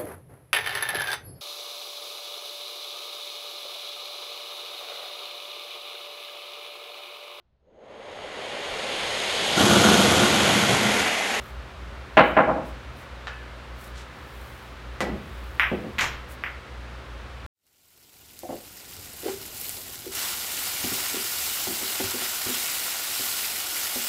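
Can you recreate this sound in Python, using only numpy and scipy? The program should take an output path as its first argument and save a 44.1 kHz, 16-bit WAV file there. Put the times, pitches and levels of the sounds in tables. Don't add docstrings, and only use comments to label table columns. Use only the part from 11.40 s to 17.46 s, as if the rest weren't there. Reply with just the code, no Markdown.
import sys
import numpy as np
from scipy import signal
from scipy.fft import rfft, irfft
from scipy.io import wavfile
from scipy.ndimage import uniform_filter1d

SR = 44100
rng = np.random.default_rng(int(sys.argv[2]) if len(sys.argv) > 2 else 0)


def output_pcm(signal):
    pcm = np.clip(np.atleast_2d(signal).T, -1, 1) * 32767
    wavfile.write(sys.argv[1], SR, np.round(pcm).astype(np.int16))


N = 267422
T = np.arange(int(SR * .7)) / SR


def amp(db):
    return 10 ** (np.asarray(db) / 20)


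def unit(x):
    return x / np.sqrt(np.sum(x ** 2) + 1e-20)


def read(points, hz):
    f, value = np.transpose(points)
    return np.interp(np.log(hz + 1), np.log(f), value)


def add(mix, s, sound):
    part = mix[round(s * SR):][:len(sound)]
    part += sound[:len(part)]


def blow(colour, modes=(), size=16384):
    hz = abs(np.fft.fftfreq(size, 1 / SR))
    peaks = sum(amp(db) ** 2 / (1 + (2 * np.pi * (hz - f) * t60 / np.log(1000)) ** 2)
                for f, db, t60 in modes)
    log_gain = np.log(amp(read(colour, hz)) * np.sqrt(1 + peaks))
    click = np.fft.ifft(np.exp(np.conj(signal.hilbert(log_gain)))).real
    return unit(np.pad(click[:size // 2], (0, len(T) - size // 2)))


def dull(x, hz):
    return signal.sosfilt(signal.butter(3, min(hz, SR / 3), fs=SR, output="sos"), x)


def noise(colour):
    spectrum = rfft(rng.standard_normal(N)) * amp(read(colour, np.fft.rfftfreq(N, 1 / SR)))
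    return unit(irfft(spectrum, N)) * np.sqrt(N)


def garage(wet_db, early_db=4, early_s=0.087, build_s=0.0023, scatter_s=0.00086):
    # f/Hz, t60/s
    decay = [(150, 0.86), (500, 0.51), (1400, 0.48), (3200, 0.5151), (9000, 0.2), (15000, 0.5)]
    # delay/s, level over the tail/dB
    echoes = [(.0052, 1.1), (0.0104, 1), (.0225, 1.9), (.0265, 2.7), (.0368, 6), (.0425, 3.2)]
    bursts = sum(amp(db) * np.exp(-((T - delay) / scatter_s) ** 2) for delay, db in echoes)
    build_up = 1 - np.exp(-(T / build_s) ** 2)
    reflections = rng.choice([-1., 1.], len(T)) * build_up * np.sqrt(1 + bursts ** 2)
    hz, t, bands = signal.stft(reflections, SR, nperseg=256)
    fall_db = -60 * t / read(decay, hz)[:, None] + early_db / (1 + (t / early_s) ** 8)
    spectrum = rfft(signal.istft(bands * amp(fall_db), SR, nperseg=256)[1][:len(T)])
    tail = irfft(spectrum / np.sqrt(uniform_filter1d(abs(spectrum) ** 2, size=45)), len(T))
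    fade_out = np.clip(2 - 2 * T / T[-1], 0, 1)
    return (T == 0) + amp(wet_db) * unit(tail * fade_out)


def fan(rush_db=-44.5, waver_rad=0.4):
    # f/Hz, level/dB
    rush_colour = [(88, -36), (150, -3.5), (225, -8.5), (274, -5.5), (296, -5), (381, -9), (462, -6),
                   (500, -4.5), (766, -8), (1290, -5.5), (3760, -17), (5990, -27.5), (15500, -43)]
    # f/Hz, level/dB
    rumble_colour = [(20, -46), (35, -24), (48, -29), (60, 5), (68, -8.5), (78, -6), (95, -25.5),
                     (130, -18), (300, -82)]
    # t/s, level/dB
    rumble_swell = [(0, -39), (1.5, -42.5), (2.9, -45), (3.7, -39.5), (5.3, -43.5), (5.8, -39)]
    # f/Hz, level/dB
    tones = [(59.8, -49), (120, -53), (221, -60.5), (382, -60.5), (554, -64)]
    t = np.arange(N) / SR
    drift = [(1, 0), (3, -8), (10, -50), (40, -120)]
    hum = sum(amp(db) * np.sqrt(2) * np.sin(2 * np.pi * hz * t + waver_rad * noise(drift))
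              for hz, db in tones)
    rumble = noise(rumble_colour)
    rumble /= np.sqrt(uniform_filter1d(rumble ** 2, size=12000, mode="wrap"))
    rumble *= amp(np.interp(t, *np.transpose(rumble_swell)))
    return amp(rush_db) * noise(rush_colour) + rumble + hum


def swishes(skirt_db=-5, catch_db=1.5):
    # peak t/s, half length/s, level/dB, centre f/Hz
    moves = [(0.06, 0.075, -60, 13000), (0.86, 0.084, -58, 14000), (1.28, .04, -59.5, 10000),
             (1.602, 0.055, -61, 12000), (2.441, 0.059, -53.5, 11000), (2.592, 0.039, -47.5, 3400),
             (3.05, 0.26, -58.5, 15000), (4.143, 0.48, -61.5, 15000), (4.92, 0.029, -50.5, 12000)]
    out = np.zeros(N)
    catching = noise([(5, -6), (30, 0), (120, -6), (600, -40), (2000, -80)])
    for s, half_length, db, hz in moves:
        swell = np.exp(-((np.arange(N) / SR - s) / half_length) ** 2)
        hiss = noise([(hz / 10, -30), (hz / 2, -2), (hz, 0), (hz * 2, skirt_db), (hz * 5, -30)])
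        out += amp(db) * swell * hiss
    return out * amp(catch_db * catching)


def bounces(gain_db=-6.8, first_cutoff_hz=3210, softening=0.61):
    # t/s, relative level/dB
    landings = [(0.7706, 19.1), (0.9676, 16), (1.0780, 9), (1.1570, 4), (1.2130, -6)]
    # f/Hz, level/dB
    knock = [(60, -27), (100, -11), (150, -0.5), (300, -0.5), (400, -2.5), (600, 2), (1000, 1),
             (2100, -3.5), (2900, -5.5), (3500, -13), (4300, -14.5), (5000, -26.5), (8000, -24),
             (15000, -6)]
    # f/Hz, level over the knock/dB, t60/s
    wood_modes = [(228, 2, 0.14), (300, 4.4, 0.07), (510.7, 10.6, 0.1), (632, 9.9, 0.074),
                  (814, 9.1, 0.097), (1030, 6, 0.046), (1365, 4, 0.028), (1670, 3.2, 0.033),
                  (2067, 4, 0.082), (2660, 1, 0.042)]
    out, body = np.zeros(N), blow(knock, wood_modes)
    for k, (s, db) in enumerate(landings):
        add(out, s, amp(db) * dull(body, first_cutoff_hz * softening ** k))
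    room = garage(wet_db=14, early_db=3.5, early_s=.05, build_s=.0015)
    return amp(gain_db) * signal.fftconvolve(out, room)[:N]


def cue(tap_s=1.8712, tap_db=-6.5, tap_cutoff_hz=5500, shot_s=3.6058, shot_db=-0.58):
    # f/Hz, level/dB
    tick = [(200, -22), (600, -3), (1000, 1.5), (1500, 2.5), (2200, -2.5), (3200, -5.5), (5000, -12),
            (7000, -14.5), (11000, -23), (16000, -35)]
    # f/Hz, level over the tick/dB, t60/s
    tap_modes = [(1223, 3, .06), (1420, 7.6, 0.034), (1740, 18, 0.08), (2600, 13, 0.075), (3130, 8.8, .04),
                 (3830, 8.9, 0.043)]
    # f/Hz, level over the tick/dB, t60/s
    shaft_modes = [(530, 16, 0.071), (784, 6.1, 0.042), (1967, 16.8, 0.095), (2280, 8.8, .1)]
    out = np.zeros(N)
    tap = dull(blow(tick, tap_modes), tap_cutoff_hz)
    shot = blow(tick, shaft_modes)
    for s, db, hit in [(tap_s, tap_db, tap), (shot_s, shot_db, shot)]:
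        room = garage(wet_db=5, early_db=7.5, early_s=0.021)
        add(out, s, amp(db) * signal.fftconvolve(hit, room))
    return out


def thuds(gain_db=-2.5):
    # t/s, relative level/dB, cutoff f/Hz
    pushes = [(3.607, 2.5, 1100), (3.669, 2.5, 620), (3.715, -1.5, 470), (4.3160, 7, 610),
              (4.4410, -3, 580)]
    # f/Hz, level/dB
    table_colour = [(60, -18), (130, -5.5), (200, -1), (300, -2.5), (400, -4.5), (560, -4.5), (800, -5),
                    (2000, -14)]
    # f/Hz, level over its colour/dB, t60/s
    table_modes = [(211, 6, 0.13), (363, 5.8, .12), (519, 5.5, .1)]
    out, body = np.zeros(N), blow(table_colour, table_modes)
    for s, db, hz in pushes:
        room = garage(wet_db=9, early_db=5, early_s=.035)
        add(out, s, amp(db + gain_db) * signal.fftconvolve(dull(body, hz), room))
    return out


def pocket(gain_db=-8.5):
    # t/s, relative level/dB
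    rattles = [(4.584, -11), (4.606, -4)]
    # f/Hz, level/dB
    pocket_colour = [(100, 0.5), (500, -5.5), (1100, 3), (2500, -3), (4500, -11), (6800, -7), (9000, -21),
                     (14000, -28), (16000, -38)]
    out, clack = np.zeros(N), blow(pocket_colour)
    for s, db in rattles:
        room = garage(wet_db=19.5, early_db=0)
        add(out, s, amp(db + gain_db) * signal.fftconvolve(clack, room))
    return out


def clicks():
    # t/s, level/dB, contact time/ms, reverb send/dB
    collisions = [(4.1971, 9.5, 0.34, 4), (4.5839, -3.5, 0.23, 13), (4.595, 0.5, .3, 0),
                  (5.038, -1, 0.36, 2.5)]
    # f/Hz, level/dB
    ball_colour = [(100, -39), (500, -23.5), (1000, -7.5), (2000, 5.5), (3000, 0.5), (4500, -4.5),
                   (7000, -17.5), (11500, -4), (13900, 7), (15200, -25)]
    out, ball = np.zeros(N), blow(ball_colour)
    for s, db, contact_ms, wet_db in collisions:
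        force = np.sin(np.pi * np.minimum(T * 1000 / contact_ms, 1))
        click = unit(signal.fftconvolve(force, ball)[:len(T)])
        add(out, s, amp(db) * signal.fftconvolve(click, garage(wet_db)))
    return out


def scene():
    return (bounces() + clicks() + pocket() + thuds() + cue() + swishes() + fan())[None]


def record(dry):
    ceiling, cutoff_hz = .95, 15950
    rounded = dry / (1 + (dry / ceiling) ** 6) ** (1 / 6)
    low_pass = signal.firwin(511, cutoff_hz, window=("kaiser", 9), fs=SR)
    return signal.oaconvolve(rounded, low_pass[None], "same")


dry = scene()
out = record(dry)
output_pcm(out)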